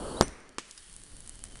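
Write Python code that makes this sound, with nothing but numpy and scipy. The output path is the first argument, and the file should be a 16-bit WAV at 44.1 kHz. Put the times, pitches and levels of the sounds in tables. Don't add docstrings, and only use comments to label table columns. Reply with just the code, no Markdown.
import sys
import numpy as np
from scipy import signal
from scipy.fft import rfft, irfft
from scipy.io import wavfile
from scipy.ndimage import uniform_filter1d

SR = 44100
rng = np.random.default_rng(int(sys.argv[2]) if len(sys.argv) > 2 else 0)


def int16_out(signal):
    q = np.round(np.clip(np.atleast_2d(signal).T, -1, 1) * 32767)
    wavfile.write(sys.argv[1], SR, q.astype(np.int16))


N = 70560


def undb(db):
    return 10 ** (np.asarray(db) / 20)


def since(start):
    return np.maximum(np.arange(N) / SR - start, 0)


def fade(start, attack, decay):
    return (1 - np.exp(-since(start) / attack)) * np.exp(-since(start) / decay)


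def curve(points):
    return undb(np.interp(since(0), *np.array(points).T))


def convolve(x, response):
    return signal.fftconvolve(x, response)[:N]


def colour(x, points):
    size = 8192
    hz, db = np.array(points).T
    shape = np.interp(np.log(np.fft.rfftfreq(size, 1 / SR) + 1), np.log(hz), db)
    cepstrum = irfft(np.log(undb(shape)))
    cepstrum[1:size // 2] *= 2
    cepstrum[size // 2 + 1:] = 0
    response = irfft(np.exp(rfft(cepstrum)))
    return convolve(x, response / np.linalg.norm(response))


def noise():
    return rng.standard_normal(N)


def walk(rate):
    step = int(SR / rate)
    return uniform_filter1d(np.repeat(noise()[:N // step + 1], step), step)[:N]


def clicks(times, sizes):
    return np.bincount(np.clip(np.asarray(times) * SR, 0, N - 1).astype(int), sizes, N)


def ring(start, notes):
    t = since(start)
    return sum(undb(db) * np.exp(-np.log(1000) * t / t60) * np.sin(2 * np.pi * hz * t)
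               for hz, db, t60 in notes)


def room(x, wet_db, delay_s=0.015, t60_s=0.87):
    response = noise() * fade(delay_s, .003, t60_s / np.log(1000))
    return x + undb(wet_db) * convolve(x, response / np.linalg.norm(response))


# frequency in Hz, relative level in dB.
JET_TONE = [(300, -16), (1600, -8.5), (2400, -12.5), (3700, -8.5), (5000, -10.5), (6200, -12.5),
            (7500, -7.5), (9400, 0.5), (10400, 0), (11500, -16.5)]
ROAR_TONE = [(20, 2), (55, 6), (110, -1.5), (250, 1.5), (480, 1), (800, -5.5), (1300, -9), (1700, -19.5),
             (2200, -40), (4000, -47)]
# pitch in Hz, filter width in Hz, relative level in dB.
TUBE_NOTES = [(3090, 550, 1.5), (4430, 440, 0)]
# time in seconds, level in dB.
JET_LEVELS = [(0, -49), (.21, -48), (.29, -81), (.57, -97.5), (.72, -59.5), (.95, -56), (1.3, -57.5),
              (1.6, -66)]
TUBE_LEVELS = [(0, -60.5), (.21, -57.5), (.3, -83.5), (.8, -70.5), (1.15, -72), (1.5, -74.5)]
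BURST_S = .2111


def torch(roar_db=-38, swell_db_per_s=4.5, release_s=0.027):
    jet = colour(noise(), JET_TONE) * undb(.5 * walk(40))
    tube = 0
    for hz, width, db in TUBE_NOTES:
        peak = signal.iirpeak(hz, hz / width, fs=SR)
        note = signal.lfilter(*peak, signal.lfilter(*peak, noise()))
        tube += undb(db + 1.8 * walk(25)) * note / note.std()
    swell_db = swell_db_per_s * np.minimum(since(0), BURST_S)
    roar = colour(noise(), ROAR_TONE) * undb(roar_db + swell_db + .7 * walk(46))
    roar *= np.exp(-since(BURST_S) / release_s)
    return jet * curve(JET_LEVELS) + tube * curve(TUBE_LEVELS) + roar


# start in seconds, final pitch in Hz,
# how far below that it begins as a fraction, level in dB, fade time in seconds.
VAPOUR_SQUEALS = [(0.166, 4120, 0.11, -38, 0.017), (0.225, 6120, .075, -35.5, 0.019),
                  (0.227, 5900, 0.041, -38.5, 0.012), (0.224, 5310, .01, -54, 0.064),
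                  (0.225, 8920, 0.027, -31, 0.014), (0.226, 9460, 0.011, -47, 0.049)]


def squeals(rise_s=.018, attack_s=0.0046):
    out = 0
    for start, hz, rise, db, decay in VAPOUR_SQUEALS:
        pitch = hz * (1 - rise * np.exp(-since(start) / rise_s) + 0.0062 * walk(600))
        out += undb(db) * fade(start, attack_s, decay) * np.sin(2 * np.pi * np.cumsum(pitch) / SR)
    return room(out, wet_db=-15)


# start in seconds, relative level in dB.
GLASS_CRACKS = [(.2101, -15), (.2105, -11), (.2110, 0)]
# pitch in Hz, level in dB, seconds to fade by 60 dB.
GLASS_NOTES = [(4750, -13.5, 0.0027), (7100, -13.5, 0.0022)]
# delay in seconds, level in dB, treble cutoff in Hz.
NEAR_ECHOES = [(.0044, -19, 1793), (0.0137, -15.5, 1800)]
# frequency in Hz, relative level in dB.
CRACK_TONE = [(1200, -5), (2200, -15), (3000, -0.5), (4700, 0.5), (7100, -7), (9000, -14), (11000, -11)]
EARLY_TONE = [(25, 2), (70, 0), (150, 5.5), (400, 2), (800, -12), (1400, -9), (2200, -13.5), (5000, -26),
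              (10000, -22.5)]
TAIL_TONE = [(25, 11.5), (100, -5.5), (300, 3.5), (700, -6), (1300, -5.5), (2200, -6.5), (3200, -19),
             (6000, -20), (10000, -35.5)]


def burst(build_s=0.00068, relax_s=0.00033, rebound=0.79, splinter_s=0.00073):
    t = since(0) - BURST_S
    wave = np.where(t < 0, -np.exp(-(t / build_s) ** 2 / 2), rebound * np.exp(-(t / relax_s) ** 2))
    wave = signal.sosfiltfilt(signal.butter(4, 1720, fs=SR, output="sos"), wave)
    starts, levels = np.array(GLASS_CRACKS).T
    cracks = clicks(starts, undb(levels + 2.5))
    splinters = undb(-19) * noise() * np.exp(-abs(t) / splinter_s)
    bang = undb(-1.5) * wave + colour(cracks + splinters, CRACK_TONE) + ring(BURST_S, GLASS_NOTES)
    echoes = 0
    for delay, db, cutoff_hz in NEAR_ECHOES:
        delayed = np.roll(bang, int(delay * SR))
        echoes += undb(db) * signal.lfilter(*signal.butter(2, cutoff_hz, fs=SR), delayed)
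    early = undb(-20) * colour(noise() * fade(BURST_S, attack=0.0038, decay=0.014), EARLY_TONE)
    tail = undb(-43) * colour(noise() * fade(BURST_S, attack=0.014, decay=0.2), TAIL_TONE)
    return bang + echoes + early + tail


# start in seconds, level in dB.
BRIGHT_CLICKS = [(.2243, -9), (0.2816, -17.5), (0.4046, -35.5), (0.4926, -27.5), (.5461, -40), (.7112, -17),
                 (0.715, -25)]
# frequency in Hz, relative level in dB.
CLICK_TONE = [(600, -25), (2200, -15.5), (3300, -5), (4800, -1), (7000, 1), (10500, -2)]


def echo_and_shards():
    starts, db = np.array(BRIGHT_CLICKS).T
    return room(colour(clicks(starts, undb(db)), CLICK_TONE), wet_db=-13.5)


# time in seconds, level in dB.
FIRE_LEVELS = [(.2, -63), (.265, -37.5), (.33, -51), (.42, -68), (.75, -65.5), (.9, -55.5), (1.15, -50.5),
               (1.38, -51), (1.48, -49), (1.6, -46)]
SIZZLE_LEVELS = [(.25, -69.5), (.57, -77), (.7, -59.5), (.92, -57.5), (1.1, -60.5), (1.6, -55.5)]
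# frequency in Hz, relative level in dB.
FIRE_TONE = [(12, -7.5), (30, -2.5), (60, -12.5), (110, -17.5), (220, -21.5), (450, -28.5), (1000, -38.5),
             (2500, -47.5)]
SIZZLE_TONE = [(300, -15), (1800, 3), (2600, -2), (4500, 0.5), (7000, 0.5), (10000, 6.5), (12000, -13)]


def spirit(pops_per_s=1500, spread_db=3):
    when, chance, sign = rng.random((int(pops_per_s * N / SR), 3)).T
    sizes = np.sign(sign - .5) * undb(-spread_db * np.log(chance + 0.00067))
    pops = colour(clicks(when * N / SR, sizes), SIZZLE_TONE)
    fire = colour(noise(), FIRE_TONE) * curve(FIRE_LEVELS)
    return pops / pops.std() * curve(SIZZLE_LEVELS) + fire


# start in seconds, relative level in dB.
LANDING_HITS = [(0.5837, -14), (0.584, 3), (.5848, -3), (0.5864, -6), (0.5931, -6.5)]
BOUNCE_HITS = [(.7768, -43), (.7800, -58), (.789, -51)]
# frequency in Hz, relative level in dB.
KNOCK_TONE = [(60, -8), (200, 0.5), (360, 4), (750, -5), (1200, 0.5), (2000, 1.5), (3000, 3), (4000, -0.5),
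              (8500, -2), (11000, -9.5)]
# pitch in Hz, relative level in dB, seconds to fade by 60 dB.
CLACK_NOTES = [(1162, -32, 0.025), (1360, -36.5, .02), (3277, -41, 0.038)]
CAP_NOTES = [(3763, -8.5, 0.069), (4958, 0, 0.048), (5600, -9, 0.046), (9819, -12, 0.06)]


def neck(knock_db=-15.5, grit_db=-29, cap_db=-3):
    out = 0
    for start, db in LANDING_HITS:
        grit = undb(grit_db) * noise() * fade(start, attack=.0001, decay=0.0019)
        out += undb(db) * colour(clicks([start], [undb(knock_db)]) + grit, KNOCK_TONE)
    hardest_s = max(LANDING_HITS, key=lambda hit: hit[1])[0]
    early = undb(-38.5) * fade(hardest_s, attack=.002, decay=0.0097)
    tail = undb(-50.5) * fade(hardest_s, attack=0.0053, decay=0.14)
    out += ring(hardest_s, CLACK_NOTES) + colour(noise() * (early + tail), KNOCK_TONE)
    for start, db in BOUNCE_HITS:
        scrape = colour(noise() * fade(start, attack=0.00011, decay=0.0048), SIZZLE_TONE)
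        out += undb(db) * (undb(cap_db) * ring(start, CAP_NOTES) + scrape)
    return out


# time in seconds, level in dB.
WHISTLE_LEVELS = [(.9, -86.5), (1.3, -68), (1.55, -64.5)]


def whistle(hz=3070, waver=0.0278):
    pitch = hz * (1 + waver * walk(250))
    return curve(WHISTLE_LEVELS) * undb(2 * walk(40)) * np.sin(2 * np.pi * np.cumsum(pitch) / SR)


# start in seconds, relative level in dB, offset for its body in dB.
GLASS_TICKS = [(0.9273, -30, -24.5), (0.9387, -31.5, -22), (0.9637, -23.5, -32), (1.0355, -27.5, -28),
               (1.1662, -29, -26.5), (1.2042, -27, -33), (1.275, -24, -26), (1.2935, -19.5, -28),
               (1.3548, -29.5, -20), (1.3912, -32.5, -18), (1.4386, -17, -23), (1.5554, -35.5, -4.5),
               (1.5709, -33, -16)]
# frequency in Hz, relative level in dB.
SNAP_TONE = [(1500, -22.5), (3000, -12.5), (5500, -9.5), (8000, 4.5), (10000, 7), (12000, -14.5)]
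BODY_TONE = [(100, 2), (600, 5.5), (1800, 8), (3000, 4), (6000, -1.5)]


def ticks(snap_db=4, body_db=16, delay_s=0.0012):
    starts, db, offset_db = np.array(GLASS_TICKS).T
    snap = colour(clicks(starts + delay_s, undb(db + snap_db)), SNAP_TONE)
    body = colour(clicks(starts + delay_s, undb(db + offset_db + body_db)), BODY_TONE)
    return room(snap + body, wet_db=-26)


def scene():
    mix = torch() + squeals() + burst() + echo_and_shards() + spirit() + neck() + whistle() + ticks()
    return mix[None]


def record(dry, mic_top_hz=11000, clip_level=.74, top_hz=14500):
    heard = signal.sosfiltfilt(signal.butter(14, mic_top_hz, fs=SR, output="sos"), dry)
    clipped = np.clip(heard, -clip_level, clip_level)
    return signal.sosfilt(signal.ellip(8, .2, 60, top_hz, fs=SR, output="sos"), clipped)


dry = scene()
out = record(dry)
int16_out(out)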